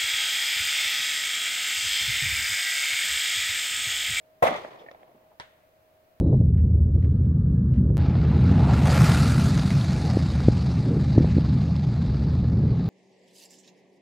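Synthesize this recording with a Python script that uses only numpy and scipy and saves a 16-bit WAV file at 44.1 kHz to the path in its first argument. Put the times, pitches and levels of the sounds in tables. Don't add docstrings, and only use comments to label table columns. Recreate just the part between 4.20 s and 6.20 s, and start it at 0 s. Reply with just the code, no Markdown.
import sys
import numpy as np
from scipy import signal
from scipy.fft import rfft, irfft
from scipy.io import wavfile

SR = 44100
rng = np.random.default_rng(int(sys.argv[2]) if len(sys.argv) > 2 else 0)


def wav_record(signal):
    frames = np.transpose(np.atleast_2d(signal))
    bounded = np.clip(frames, -1, 1)
    quanta = np.round(bounded * 32767).astype(np.int16)
    wavfile.write(sys.argv[1], SR, quanta)


N = 88200
T = np.arange(N) / SR
SIZE = 2 * N
HZ = np.maximum(np.arange(N + 1) * SR / SIZE, 1)

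# [f/Hz, rms level/dB]
HUM_TONES = [(631.6, -64.5), (688, -79.5), (278, -86)]
# [f/Hz, relative level per Hz/dB]
FLOOR_COLOUR = [(25, -3), (100, 6), (220, -1), (480, 3.5), (640, 10), (850, -1), (1900, -6), (4000, -14.5),
                (7000, -20.5), (10000, -20.5), (13000, -13), (16000, -15)]
# [f/Hz, relative level per Hz/dB, t60/s]
OTHER_SCATTER = [(39.5, -19, 0.11), (102, 3, 0.054), (240, -16.5, 0.051), (377, -2, 0.059), (930, -5, 0.16),
                 (1290, -6.5, 0.14), (1900, -5.5, 0.18), (2420, -15, 0.19), (3500, -9.5, 0.14),
                 (5150, -19.5, 0.087), (7600, -36.5, 0.29), (9200, -27, 0.14), (11100, -55, 0.086)]
# [f/Hz, level/dB, t60/s]
CRACK_MODES = [(967, -39.5, 0.074), (3410, -44.5, 0.026), (5350, -42.5, 0.025), (9200, -51.5, 0.021)]
# [t/s, level/dB]
CLANK_HITS = [(0.663, -43), (0.686, -35.5)]
# [f/Hz, relative level/dB, t60/s]
CLANK_MODES = [(650, 0.5, .035), (1826, -1, 0.046), (1940, -9, 0.028), (2210, -10.5, 0.039)]
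# [f/Hz, relative level per Hz/dB, t60/s]
HILL_ROLL = [(40, -23, 2.2), (131, -10, 1.94), (262, -12.5, 2.13), (370, 0.5, 1.27), (610, 0, 1.82),
             (1066, -3.5, 1.67), (1550, -13, 1.42), (1870, -4.5, 1.15), (2800, -17.5, 1.49),
             (3300, -13.5, 1.2), (6900, -29, 1.1), (15000, -35, 0.79)]
# [f/Hz, relative level per Hz/dB, t60/s]
BERM_WASH = [(37, -22, 0.36), (104, -32, 0.76), (222, -21.5, 0.94), (433, -12, 0.22), (509, 1, 0.29),
             (700, 4.5, 0.51), (882, -2.5, 0.3), (1180, -7.5, 0.88), (1650, -12, 0.31), (2100, -11, 0.68),
             (2810, -25.5, 0.73), (3440, -21, 0.91), (4640, -32.5, 0.6), (8450, -34, 0.31),
             (15000, -32, 0.14)]
# [t/s, level/dB, t60/s, bearing/deg, lowest f/Hz, highest f/Hz]
BANK_ECHOES = [(.2520, -22, 0.049, 29, 118, 2470), (.2690, -22.5, 0.045, 29, 61.7, 14000),
               (0.271, -23, 0.092, 69, 890, 14300), (0.274, -48.5, 0.075, 43.5, 4960, 14500),
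               (0.284, -23, 0.0606, 23, 50, 1700), (0.3, -31.5, 0.092, -13, 174, 323),
               (0.3143, -20, 0.011, -12, 435, 1300), (.3290, -33.5, 0.088, 22, 770, 2540),
               (.3460, -28.5, 0.0876, 27, 390, 2450), (.3540, -44.5, 0.14, 15.5, 3020, 14000),
               (.3830, -35.5, 0.0326, 2, 554, 2500), (.4470, -30, 0.0343, -16.5, 69.5, 2750),
               (0.514, -50.5, 0.026, -9, 900, 4000), (.5435, -38.5, 0.012, -53, 420, 810),
               (.5860, -57, 0.15, -29.5, 2800, 6170), (0.615, -45, 0.057, -12, 265, 526),
               (0.635, -46, 0.087, -17, 244, 483), (0.712, -41, 0.034, -18, 99, 6700),
               (0.7127, -54.5, 0.029, -29, 3500, 6500), (0.7453, -42.5, 0.036, -39, 490, 2960),
               (.8302, -40.5, 0.016, -28, 344, 795), (.8308, -52, .016, -8, 1500, 3720),
               (0.886, -52.5, 0.086, -15, 121, 670), (0.939, -54.5, 0.11, -12, 117, 387),
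               (1.11, -56, 0.11, 7, 436, 1230)]
# [f/Hz, relative level per Hz/dB]
ECHO_COLOUR = [(50, -18.5), (150, -4), (350, -5), (550, 7.5), (720, 8), (1150, -5), (1550, -5),
               (2000, -0.5), (2800, -14), (3500, -10), (4400, -29), (5800, -23.5), (7500, -35),
               (15000, -35)]
# [t/s, f/Hz, level/dB, length/s]
BLAST_SURGES = [(0.2237, 704, -8.5, 0.0088), (0.2342, 587, -6, 0.0076), (0.2419, 695, -13, 0.0041)]
# [f/Hz, level/dB]
ROOF_BOOM = [(100, -36), (165, -30), (520, -22.5), (760, -31), (1060, -19.5), (1960, -26)]
# [f/Hz, relative level per Hz/dB]
GAS_COLOUR = [(30, -43.5), (90, -1), (280, -8.5), (600, -5), (950, 7.5), (1600, -12.5), (2150, -5),
              (3000, -11.5), (4500, -31), (15000, -32)]

HUM_WAVER, HUM_WAVER_HZ, HUM_FADE_DB_PER_S = 0.077, 1.3, 3
FLOOR_DB = -63
OTHER_SHOT_S, OTHER_BEARING_DEG = 1.1989, 30.7
CRACK_DB, CRACK_S, CRACK_TOP_HZ = -23, 0.00047, 6140
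GROUND_DELAY_S, GROUND_DB = 0.00108, -4.5
OTHER_DB, OTHER_RISE_S = -37.5, 0.0014
OTHER_LATE_DB, OTHER_LATE_STRETCH = -52, 4.5
CLANK_RISE_S, CLANK_BEARING_DEG = 0.00099, -59
SHOT_S, SHOT_BEARING_DEG = 0.2218, 48.5
ROLL_DB, ROLL_RISE_S = -35.5, 0.087
WASH_DB, WASH_RISE_S, WASH_HOLD_S, WASH_END_T60_S = -17, 0.0061, 0.15, 0.29
ROLL_LUMPS_DB, WASH_LUMPS_DB, LUMPS_HZ = 2, 2, 43.4
ECHO_RISE_SHARE = 0.054
SLAP_T60_S = 0.032
ATTACK_S, HOLD_S, RELEASE_T60_S = 0.0027, 0.0178, 0.013
BOOM_DELAY_S = 0.00169
BLAST_DB, BLAST_RISE_S = -23, 0.0097
PORT_SPACING_M, SOUND_M_PER_S = 0.16, 343
SHADOW_DB = 0.4
PORT_LIKENESS = 0.81
DIRECTIONS_DEG = range(5, 90, 10)
OVERLOAD_TOP, CRACKLE_DB, CRACKLE_LOW_HZ = 0.77, -21.5, 500
CUTOFF_HZ = 15800


def from_db(db):
    return 10 ** (np.asarray(db) / 20)


def colour(x, spectrum):
    hz, db = np.array(spectrum)[:, :2].T
    gain = from_db(np.interp(np.log(HZ), np.log(hz), db))
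    cepstrum = irfft(np.log(gain / np.sqrt(np.mean(gain ** 2))))
    cepstrum[1:N] *= 2
    cepstrum[N + 1:] = 0
    return irfft(rfft(x, SIZE) * np.exp(rfft(cepstrum)))[..., :N]


def dull(x, hz):
    return signal.sosfilt(signal.butter(2, hz, fs=SR, output="sos"), x + 1e-18)


def envelope(start, rise, hold, t60):
    age = T - start
    release = np.exp(-np.log(1000) * np.maximum(age - hold, 0) / t60)
    return np.clip(age / rise, 0, 1) * release


def port_phase(bearing_deg):
    lead_s = PORT_SPACING_M / SOUND_M_PER_S * np.sin(np.radians(bearing_deg))
    return 2 * np.pi * HZ * lead_s


def arrive(x, bearing_deg):
    shadow = from_db(SHADOW_DB * np.sin(np.radians(bearing_deg)) * np.array([[1], [-1]]))
    right = irfft(rfft(x, SIZE) * np.exp(-1j * port_phase(bearing_deg)))[:N]
    return shadow * np.array([x, right])


def diffuse():
    alike = PORT_LIKENESS * np.mean([np.cos(port_phase(deg)) for deg in DIRECTIONS_DEG], axis=0)
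    mid, side = rfft(rng.standard_normal((2, SIZE)))
    mid = mid * np.sqrt((1 + alike) / 2)
    side = side * np.sqrt((1 - alike) / 2)
    return irfft([mid + side, mid - side])[:, :N]


def dying_noise(start, rise, table, stretch=1):
    hz, _, t60s = np.transpose(table)
    noise = rfft(colour(diffuse(), table), SIZE)
    out = 0
    for band, t60 in zip(np.eye(len(hz)), t60s):
        weight = np.interp(np.log(HZ), np.log(hz), band)
        band_noise = irfft(noise * weight)[:, :N]
        out = out + band_noise * envelope(start, rise, 0, t60 * stretch)
    return out


def ring(s, rise, modes):
    return sum(from_db(db) * np.sin(2 * np.pi * hz * (T - s)) * envelope(s, rise, 0, t60)
               for hz, db, t60 in modes)


def background():
    hum = 0
    for hz, db in HUM_TONES:
        waver = dull(rng.standard_normal((2, SIZE)), HUM_WAVER_HZ)[:, N:]
        swell, phase = HUM_WAVER * waver / waver.std()
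        level = np.sqrt(2) * from_db(db - HUM_FADE_DB_PER_S * (T - T.mean()))
        hum = hum + level * (1 + swell) * np.sin(2 * np.pi * hz * T + phase)
    return hum + from_db(FLOOR_DB) * colour(diffuse(), FLOOR_COLOUR)


def other_shot():
    crack = 0
    bounce = (OTHER_SHOT_S + GROUND_DELAY_S, CRACK_DB + GROUND_DB)
    for s, db in ((OTHER_SHOT_S, CRACK_DB), bounce):
        u = (T - s) / CRACK_S
        crack = crack + from_db(db) * (1 - 2 * u) * ((u >= 0) & (u < 1))
    crack = dull(dull(crack, CRACK_TOP_HZ), CRACK_TOP_HZ)
    ringing = ring(OTHER_SHOT_S, CRACK_S, CRACK_MODES)
    near = from_db(OTHER_DB) * dying_noise(OTHER_SHOT_S, OTHER_RISE_S, OTHER_SCATTER)
    late = dying_noise(OTHER_SHOT_S, WASH_RISE_S, OTHER_SCATTER, OTHER_LATE_STRETCH)
    return arrive(crack + ringing, OTHER_BEARING_DEG) + near + from_db(OTHER_LATE_DB) * late


def clanks():
    knocks = sum(from_db(db) * ring(s, CLANK_RISE_S, CLANK_MODES) for s, db in CLANK_HITS)
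    return arrive(knocks, CLANK_BEARING_DEG)


def lumps(depth_db):
    wander = dull(rng.standard_normal(SIZE), LUMPS_HZ)[N:]
    return from_db(depth_db * wander / wander.std())


def echo(s, db, t60, bearing_deg, low_hz, high_hz):
    rise = ECHO_RISE_SHARE * t60
    shape = envelope(s, rise, rise, t60)
    energy = np.sum(shape ** 2)
    x = shape * rng.standard_normal(N)
    x[int((s + rise) * SR)] += np.sqrt(energy) * (SLAP_T60_S / t60) ** 2
    slope_band = signal.butter(4, [low_hz, high_hz], "band", fs=SR, output="sos")
    x = signal.sosfilt(slope_band, colour(x, ECHO_COLOUR) + 1e-18)
    return arrive(from_db(db) * x * np.sqrt(energy / np.sum(x ** 2)), bearing_deg)


def terrain():
    wash = dying_noise(SHOT_S, WASH_RISE_S, BERM_WASH)
    wash = wash * envelope(SHOT_S, ATTACK_S, WASH_HOLD_S, WASH_END_T60_S) * lumps(WASH_LUMPS_DB)
    roll = dying_noise(SHOT_S, ROLL_RISE_S, HILL_ROLL) * lumps(ROLL_LUMPS_DB)
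    echoes = sum(echo(*row) for row in BANK_ECHOES)
    return from_db(WASH_DB) * wash + from_db(ROLL_DB) * roll + echoes


def pistol():
    bark = 0
    for s, hz, db, length in BLAST_SURGES:
        arch = np.sin(np.pi * np.clip((T - s) / length, 0, 1))
        bark = bark + from_db(db) * np.sin(2 * np.pi * hz * (T - s)) * arch
    start = SHOT_S + BOOM_DELAY_S
    boom = 0
    for k, (hz, db) in enumerate(ROOF_BOOM):
        boom = boom + (-1) ** k * from_db(db) * np.sin(2 * np.pi * hz * (T - start))
    boom = boom * envelope(start, ATTACK_S, HOLD_S - BOOM_DELAY_S, RELEASE_T60_S)
    gas = rng.standard_normal(N) * envelope(SHOT_S, BLAST_RISE_S, HOLD_S, RELEASE_T60_S)
    gas = from_db(BLAST_DB) * colour(gas, GAS_COLOUR)
    return arrive(bark + boom + gas, SHOT_BEARING_DEG)


def scene():
    return background() + other_shot() + clanks() + terrain() + pistol()


def record(dry):
    crackle = from_db(CRACKLE_DB) * dry ** 2 * rng.standard_normal(dry.shape)
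    crackle = crackle - dull(crackle, CRACKLE_LOW_HZ)
    loud = OVERLOAD_TOP * np.tanh(dry / OVERLOAD_TOP) + crackle
    return signal.sosfilt(signal.ellip(10, 0.1, 70, CUTOFF_HZ, fs=SR, output="sos"), loud)


dry = scene()
out = record(dry)
wav_record(out)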